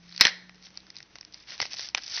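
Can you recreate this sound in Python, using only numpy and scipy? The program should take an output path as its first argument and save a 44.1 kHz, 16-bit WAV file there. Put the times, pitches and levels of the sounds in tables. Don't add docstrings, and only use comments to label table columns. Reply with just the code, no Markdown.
import sys
import numpy as np
from scipy import signal
from scipy.fft import rfft, irfft
from scipy.io import wavfile

SR = 44100
rng = np.random.default_rng(int(sys.argv[2]) if len(sys.argv) > 2 else 0)


def output_pcm(signal):
    pcm = np.clip(np.atleast_2d(signal).T, -1, 1) * 32767
    wavfile.write(sys.argv[1], SR, np.round(pcm).astype(np.int16))


def volts(x):
    e = np.asarray(x, float) / 20
    return 10 ** e


N = 97020
LAG_S = 0.0006
CRUMBLE = 0.22


def evened(x):
    return x / np.sqrt(np.mean(x ** 2) + 1e-20)


def read(points, hz):
    f, value = np.transpose(points)
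    return np.interp(np.log(hz + 1), np.log(f + 1), value)


def add(mix, s, sound):
    part = mix[round(s * SR):][:len(sound)]
    part += sound[:len(part)]


def coloured(x, spectrum):
    gain = volts(read(spectrum, np.fft.rfftfreq(len(x), 1 / SR)))
    return irfft(rfft(x) * gain, len(x))


def slow(hz):
    lowpass = 1 / (1 + (np.fft.rfftfreq(N, 1 / SR) / hz) ** 2)
    return evened(irfft(rfft(rng.standard_normal(N)) * lowpass, N))


def rings(x, table, shift):
    out = np.zeros(len(x))
    for k, (hz, width_hz, db) in enumerate(table):
        r = np.exp(-np.pi * width_hz / SR)
        poles = [1, -2 * r * np.cos(2 * np.pi * hz * shift[k] / SR), r * r]
        out += (-1) ** k * volts(db) * (1 - r) * signal.lfilter([1, 0, -1], poles, x)
    return out


def hush():
    # pitch_hz, level_db per Hz
    hiss_colour = [(15, -16), (30, -11), (200, -8), (600, -14.5), (1500, -15.5), (1900, -13.5),
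                   (3000, -15.5), (5200, -15.5)]
    # pitch_hz, width_hz, level_db
    murmurs = [(54, 4.9, -75.5), (130, 39, -72.5), (311, 28, -74)]
    t = np.arange(N) / SR
    out = volts(-56.5 + 1.44 * slow(22)) * evened(coloured(rng.standard_normal(N), hiss_colour))
    for hz, width_hz, db in murmurs:
        sine = slow(width_hz / 2) * np.sin(2 * np.pi * hz * t)
        cosine = slow(width_hz / 2) * np.cos(2 * np.pi * hz * t)
        out += volts(db) * (sine + cosine)
    return out


def drone():
    # start_s, pitch_hz, level_db
    glide = [(0, 173.5, -57.5), (0.199, 175.8, -54.5), (.27, 179.8, -58), (.45, 181.3, -57.5),
             (0.601, 181.8, -62.5), (0.851, 189.8, -66), (1.0, 188.3, -74.5)]
    t = np.arange(N) / SR
    s, hz, db = np.transpose(glide)
    turns = np.cumsum(np.interp(t, s, hz) + 0.3 * slow(6)) / SR
    level = volts(np.interp(t, s, db) + 0.8 * slow(6))
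    return np.sqrt(2) * level * np.sin(2 * np.pi * turns)


def rustle():
    # pitch_hz, level_db per Hz
    paper = [(150, -40.5), (500, -12), (1000, -15.5), (2000, -2), (3100, -4), (4200, -0.5), (5200, 3.2),
             (6300, -3)]
    # start_s, length_s, level_db, share of length spent rising, tilt to the body_db
    strokes = [(-.02, 0.31, -51, 0.78, -1), (0.191, .12, -33.5, 0.55, 10.5), (.61, 0.091, -50, 0.54, -2.5),
               (0.732, 0.088, -64, 0.54, 10), (.93, 0.13, -58.5, 0.25, 4), (1.14, 0.077, -66, 0.29, -2),
               (1.317, 0.18, -52.5, 0.19, -0.5), (1.462, 0.12, -41, 0.45, 1), (1.572, .13, -39, 0.38, 1),
               (1.692, .08, -39, 0.43, -3), (1.758, 0.17, -36, 0.16, -4.5), (1.963, 0.033, -47, .5, 18),
               (1.981, 0.14, -41.5, 0.49, -4.5), (2.067, 0.29, -32, 0.45, -5)]
    grains_per_s, grain_db, slide_db, split_hz = 3200, -1.5, -2, 3600
    clump = volts(2.8 * slow(100))
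    size = volts(2.3 * np.minimum(rng.exponential(1, N), 4))
    size = size * (rng.random(N) < grains_per_s * clump / SR)
    kind = rng.integers(0, 16, N)
    t = np.arange(300) / SR
    grains = np.zeros(N)
    for k, hz in enumerate(np.geomspace(700, 6200, 16)):
        tone = np.sin(2 * np.pi * hz * t) * np.exp(-t * hz / 2.5)
        grit = 0.75 * rng.standard_normal(300) * np.exp(-t / 0.00064)
        grain = evened(tone + grit) * np.sqrt(hz)
        grains += signal.oaconvolve(size * (kind == k), grain)[:N]
    grains = coloured(grains, [(hz, 0.9 * db) for hz, db in paper])
    slide = coloured(rng.standard_normal(N), paper) * clump
    both = volts(grain_db) * evened(grains) + volts(slide_db) * evened(slide)
    body = signal.sosfiltfilt(signal.butter(2, split_hz, fs=SR, output="sos"), both)
    edge = both - body
    out = np.zeros(N)
    for start, length, db, rise, tilt_db in strokes:
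        moments = [start, start + rise * length, start + length]
        progress = np.interp(np.arange(N) / SR, moments, [0, 0.5, 1])
        swell = np.sin(np.pi * progress) ** 1.15
        out += volts(db) * swell * (volts(tilt_db) * body + edge)
    return out


def snap(peak_db, body_db, crumble_s, edge_rings, body_rings):
    drive = CRUMBLE * rng.standard_normal(1200) * np.exp(-np.arange(1200) / SR / crumble_s)
    drive[0] = rng.choice([-1, 1])
    shift = 1 + 0.032 * np.tanh(rng.standard_normal(10))
    edge = evened(rings(drive, edge_rings, shift))
    body = evened(rings(drive, body_rings, shift[5:]))
    sound = edge + volts(body_db + 9) * body
    return volts(peak_db) * sound / abs(sound).max()


def snaps(tables, edge_rings, body_rings):
    out = np.zeros(N)
    for table in tables:
        for s, peak_db, body_db, *crumble_s in table:
            crumble = sum(crumble_s) or 0.0011
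            add(out, s + LAG_S, snap(peak_db, body_db, crumble, edge_rings, body_rings))
    return out


def ripping():
    # start_s, peak_db, body_db, crumble_s
    tears = [(0.082, -54.5, -22.5, 0.0015), (0.0919, -39.5, -15.5, 0.0015), (0.1116, -43.5, -10, 0.0015),
             (0.1244, -31.5, -21.5, 0.0015), (0.1471, -36.5, -13, 0.0015), (0.1621, -25, -27, 0.0015),
             (0.177, -21, -24, 0.0015), (0.1924, -33, -11, 0.0015), (0.1985, -23, -4, 0.0015),
             (0.2089, 2, -19, 0.0015), (0.2516, -7, -12, 0.001), (0.2679, -6.5, -9, 0.0015),
             (0.2786, -17, 3.5, 0.0015)]
    # start_s, peak_db, body_db, crumble_s
    shudder = [(0.1983, -25, -11.5, .001), (0.2029, -19, -9, .001), (.2101, 1, -15, 0.001),
               (0.2111, 0, -17, 0.0012), (.2135, -5, -13, .002), (0.2165, -5, -11, .002),
               (0.2212, -8.5, -17.5, .002), (0.2262, -13, -17, .003), (0.2362, -13, -14, .002),
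               (.2545, -10.5, -4.5, .003)]
    # pitch_hz, width_hz, level_db
    edge_modes = [(3496, 1210, -6.5), (4160, 348, 6.5), (5197, 596, 1.05), (6290, 1090, -11.5)]
    # pitch_hz, width_hz, level_db
    body_modes = [(393.6, 300, -21), (900, 450, -10), (1355, 320, -6), (1900, 280, 1.5), (2565, 600, -8.5)]
    return snaps([tears, shudder], edge_modes, body_modes)


def pushes():
    push_s = [.2085, .251, 1.615, 1.158, 2.115, 1.9478, 2.175, .253, .2095, 1.602]
    # level_db, pitch_hz, t60_s
    knocks = [(-28.5, 98, 0.025), (-36, 140, 0.035), (-47, 110, .13), (-61.5, 216, 0.064),
              (-55.5, 128, .08), (-26, 620, 0.014), (-39, 850, 0.03), (-35.5, 292, 0.083), (-30, 250, .05),
              (-38, 420, .05)]
    out = np.zeros(N)
    t = np.arange(8000) / SR
    for s, (db, hz, t60) in zip(push_s, knocks):
        spread = min(hz / 1200, 0.4)
        knock = sum(np.sin(2 * np.pi * hz * (1 + k * spread) * t) for k in (-1, 0, 0.6)) / 2
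        attack = np.minimum(t * 600, 1)
        add(out, s, volts(db - 60 * t / t60) * attack * knock)
    return out


def pops():
    # start_s, peak_db, crumble_s
    creases = [
        (.2512, -1.5, .0011),
        (1.6012, -10.5, .0012),
        (1.9474, -7.5, .0015),
        (2.1742, -22.5, .005),
    ]
    # pitch_hz, width_hz, level_db
    patches = [
        [(1890, 260, 1.5), (3320, 350, -3), (5370, 550, -2.5)],
        [(877, 370, -11), (2100, 300, -5), (2870, 350, -9), (4290, 450, 0), (5420, 350, -3)],
        [(880, 320, -6), (1400, 260, -4), (2400, 700, 0), (4190, 770, -5), (5080, 330, -4), (5980, 340, -1.5)],
        [(900, 200, -3), (1910, 240, 0), (2820, 250, -3), (3360, 250, -2)],
    ]
    out = np.zeros((len(creases), N))
    t = np.arange(2000) / SR
    for track, (s, peak_db, crumble_s), patch in zip(out, creases, patches):
        drive = 0.35 * rng.standard_normal(2000) * np.exp(-t / crumble_s)
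        drive[0] = -1
        sound = rings(drive, patch, np.ones(len(patch)))
        add(track, s + LAG_S, volts(peak_db) * sound / abs(sound).max())
    return out


def handling():
    # start_s, peak_db, body_db
    ticks = [(0.4938, -33, -2), (0.5452, -46, -8), (0.625, -38, -17), (0.6678, -33, -15.5),
             (0.7422, -44.5, -23), (0.7504, -61, -17), (0.7544, -41.5, -13), (0.7731, -21.5, -25.5),
             (0.8031, -38.5, -30), (0.8664, -39.5, -13.5), (0.9018, -31, -19), (0.9554, -36.5, -31),
             (0.9657, -25.5, -25.5), (0.9844, -35.5, -30), (1.0031, -31, -7), (1.0271, -34.5, -21),
             (1.1553, -30, -10), (1.1624, -36.5, -11), (1.1847, -32, -14), (1.2099, -28.5, -22.5),
             (1.2286, -51, -7), (1.2489, -30, -23.5), (1.3239, -40.5, -34), (1.3423, -27.5, -24)]
    # start_s, peak_db, body_db, sometimes crumble_s
    crinkles = [(1.504, -26, -36), (1.5200, -29, -9), (1.5783, -30, -20), (1.5965, -33, -20),
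                (1.6144, -14, -15, .003), (1.6188, -19, -15, .003), (1.6245, -19, -8, .003),
                (1.6534, -23, -8), (1.6632, -28, -40), (1.7055, -37, -27), (1.723, -25.5, -26),
                (1.7325, -21, -26), (1.7400, -26, -15), (1.7684, -29, -20), (1.7935, -19, -15),
                (1.8144, -26, -28), (1.8452, -28, -22), (1.8871, -25, -27.5), (1.9565, -30, -2),
                (1.9749, -20, -13), (1.9798, -21, -10), (2.0208, -31.5, -31), (2.0428, -29, -29),
                (2.0617, -30.5, -26.5), (2.0785, -23, -22), (2.1228, -26, -15), (2.1638, -23, -25),
                (2.1775, -24, -10), (2.1824, -22, -12), (2.1972, -21, -29)]
    # start_s, peak_db, body_db
    small_ticks = [(.704, -42, -13), (.949, -44, 0), (0.9731, -36.5, -31), (1.106, -59, -26),
                   (1.2286, -42, -6), (1.337, -38, -26), (1.349, -42, -19)]
    # pitch_hz, width_hz, level_db
    edge_modes = [(3665, 800, -8), (4390, 600, -1.5), (5090, 560, 1.5), (5700, 700, -2)]
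    # pitch_hz, width_hz, level_db
    body_modes = [(327, 410, -17.5), (787, 390, -7.5), (1462, 400, -6.5), (1966, 340, 1.6), (2633, 710, -5)]
    return snaps([ticks, crinkles, small_ticks], edge_modes, body_modes)


def crackles():
    # start_s, peak_db, pitch_hz
    fibres = [(0.5461, -43, 5300), (0.5568, -48, 5080), (0.5803, -50, 1890), (0.6346, -46, 4610),
              (0.6451, -46, 5430), (0.6494, -41, 5080), (0.6529, -42, 3880), (0.657, -40, 5300),
              (0.6602, -45, 5170), (0.6641, -44, 5080), (0.68, -46, 4610), (1.3759, -44, 5300),
              (1.4016, -47, 4690), (1.4048, -47, 4820), (1.4289, -48, 4780), (1.437, -49, 2450),
              (1.5448, -36, 4650), (1.6408, -30, 4690), (1.6467, -33, 5600), (1.6582, -32, 5380),
              (1.7178, -34, 5300), (1.7475, -31, 5300), (1.7625, -33, 5680), (1.778, -32, 5300),
              (1.7864, -25, 4870), (1.8023, -30, 4220), (1.8083, -26, 5210), (1.8307, -33, 5080),
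              (1.8578, -32, 5510), (1.8651, -36, 5170), (2.0357, -33, 4910), (2.0663, -31, 5300),
              (2.0984, -32, 5680), (2.113, -28, 5340), (2.1174, -28, 5640), (2.1205, -28, 5040),
              (2.1293, -27, 4870), (2.1346, -29, 5300), (2.1381, -28, 4090), (2.1478, -28, 5770),
              (2.151, -24, 5210), (2.1597, -28, 4520), (2.1674, -24, 5640), (2.1889, -31, 5470)]
    out = np.zeros(N)
    t = np.arange(300) / SR
    for s, peak_db, hz in fibres:
        drive = CRUMBLE * rng.standard_normal(300) * np.exp(-t / 0.0006)
        drive[0] = rng.choice([-1, 1])
        sound = rings(drive, [(hz, 1000, 0)], [1])
        add(out, s, volts(peak_db + 4) * sound / abs(sound).max())
    return out


def room(x):
    # pitch_hz, t60_s
    decay = [(300, 0.61), (1200, 0.27), (1850, 0.44), (2700, 0.22), (4000, 0.33), (5600, 0.21)]
    gap_s, late_db, late_stretch = 0.003, -19, 2.3
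    hz, t, z = signal.stft(rng.standard_normal((3, SR // 2)), SR, nperseg=128)
    fall_db = -60 * t / read(decay, hz)[:, None]
    fall = volts(fall_db) + volts(late_db + fall_db / late_stretch)
    tails = signal.istft(z * fall, SR, nperseg=128)[1]
    tails = np.pad(tails / np.linalg.norm(tails[0]), ((0, 0), (round(gap_s * SR), 0)))
    phase = 7 * np.arange(N) / SR + np.arange(3)[:, None] / 3
    turn = np.cos(2 * np.pi * phase) * np.sqrt(2 / 3)
    return signal.fftconvolve(x * turn, tails, axes=1)[:, :N].sum(0)


def scene():
    rip_pop, *near_pops = pops()
    rip = ripping() + rip_pop
    near = handling() + rustle() + sum(near_pops) + crackles()
    wet = room(volts(-15) * rip + volts(-22) * near)
    return (rip + near + wet + pushes() + drone() + hush())[None]


def roll_off(x):
    return signal.sosfilt(signal.butter(12, 16460, fs=SR, output="sos"), x)


def record(dry):
    edge_hz, ceiling = 6250, 0.74
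    band_limit = signal.firwin(601, edge_hz, window=("kaiser", 11), fs=SR)
    narrow = signal.oaconvolve(dry, band_limit[None], "same")
    clipped = np.clip(narrow, -ceiling, ceiling)
    softened = signal.sosfilt(signal.butter(2, 11500, fs=SR, output="sos"), clipped)
    return roll_off(softened)


dry = scene()
out = record(dry)
output_pcm(out)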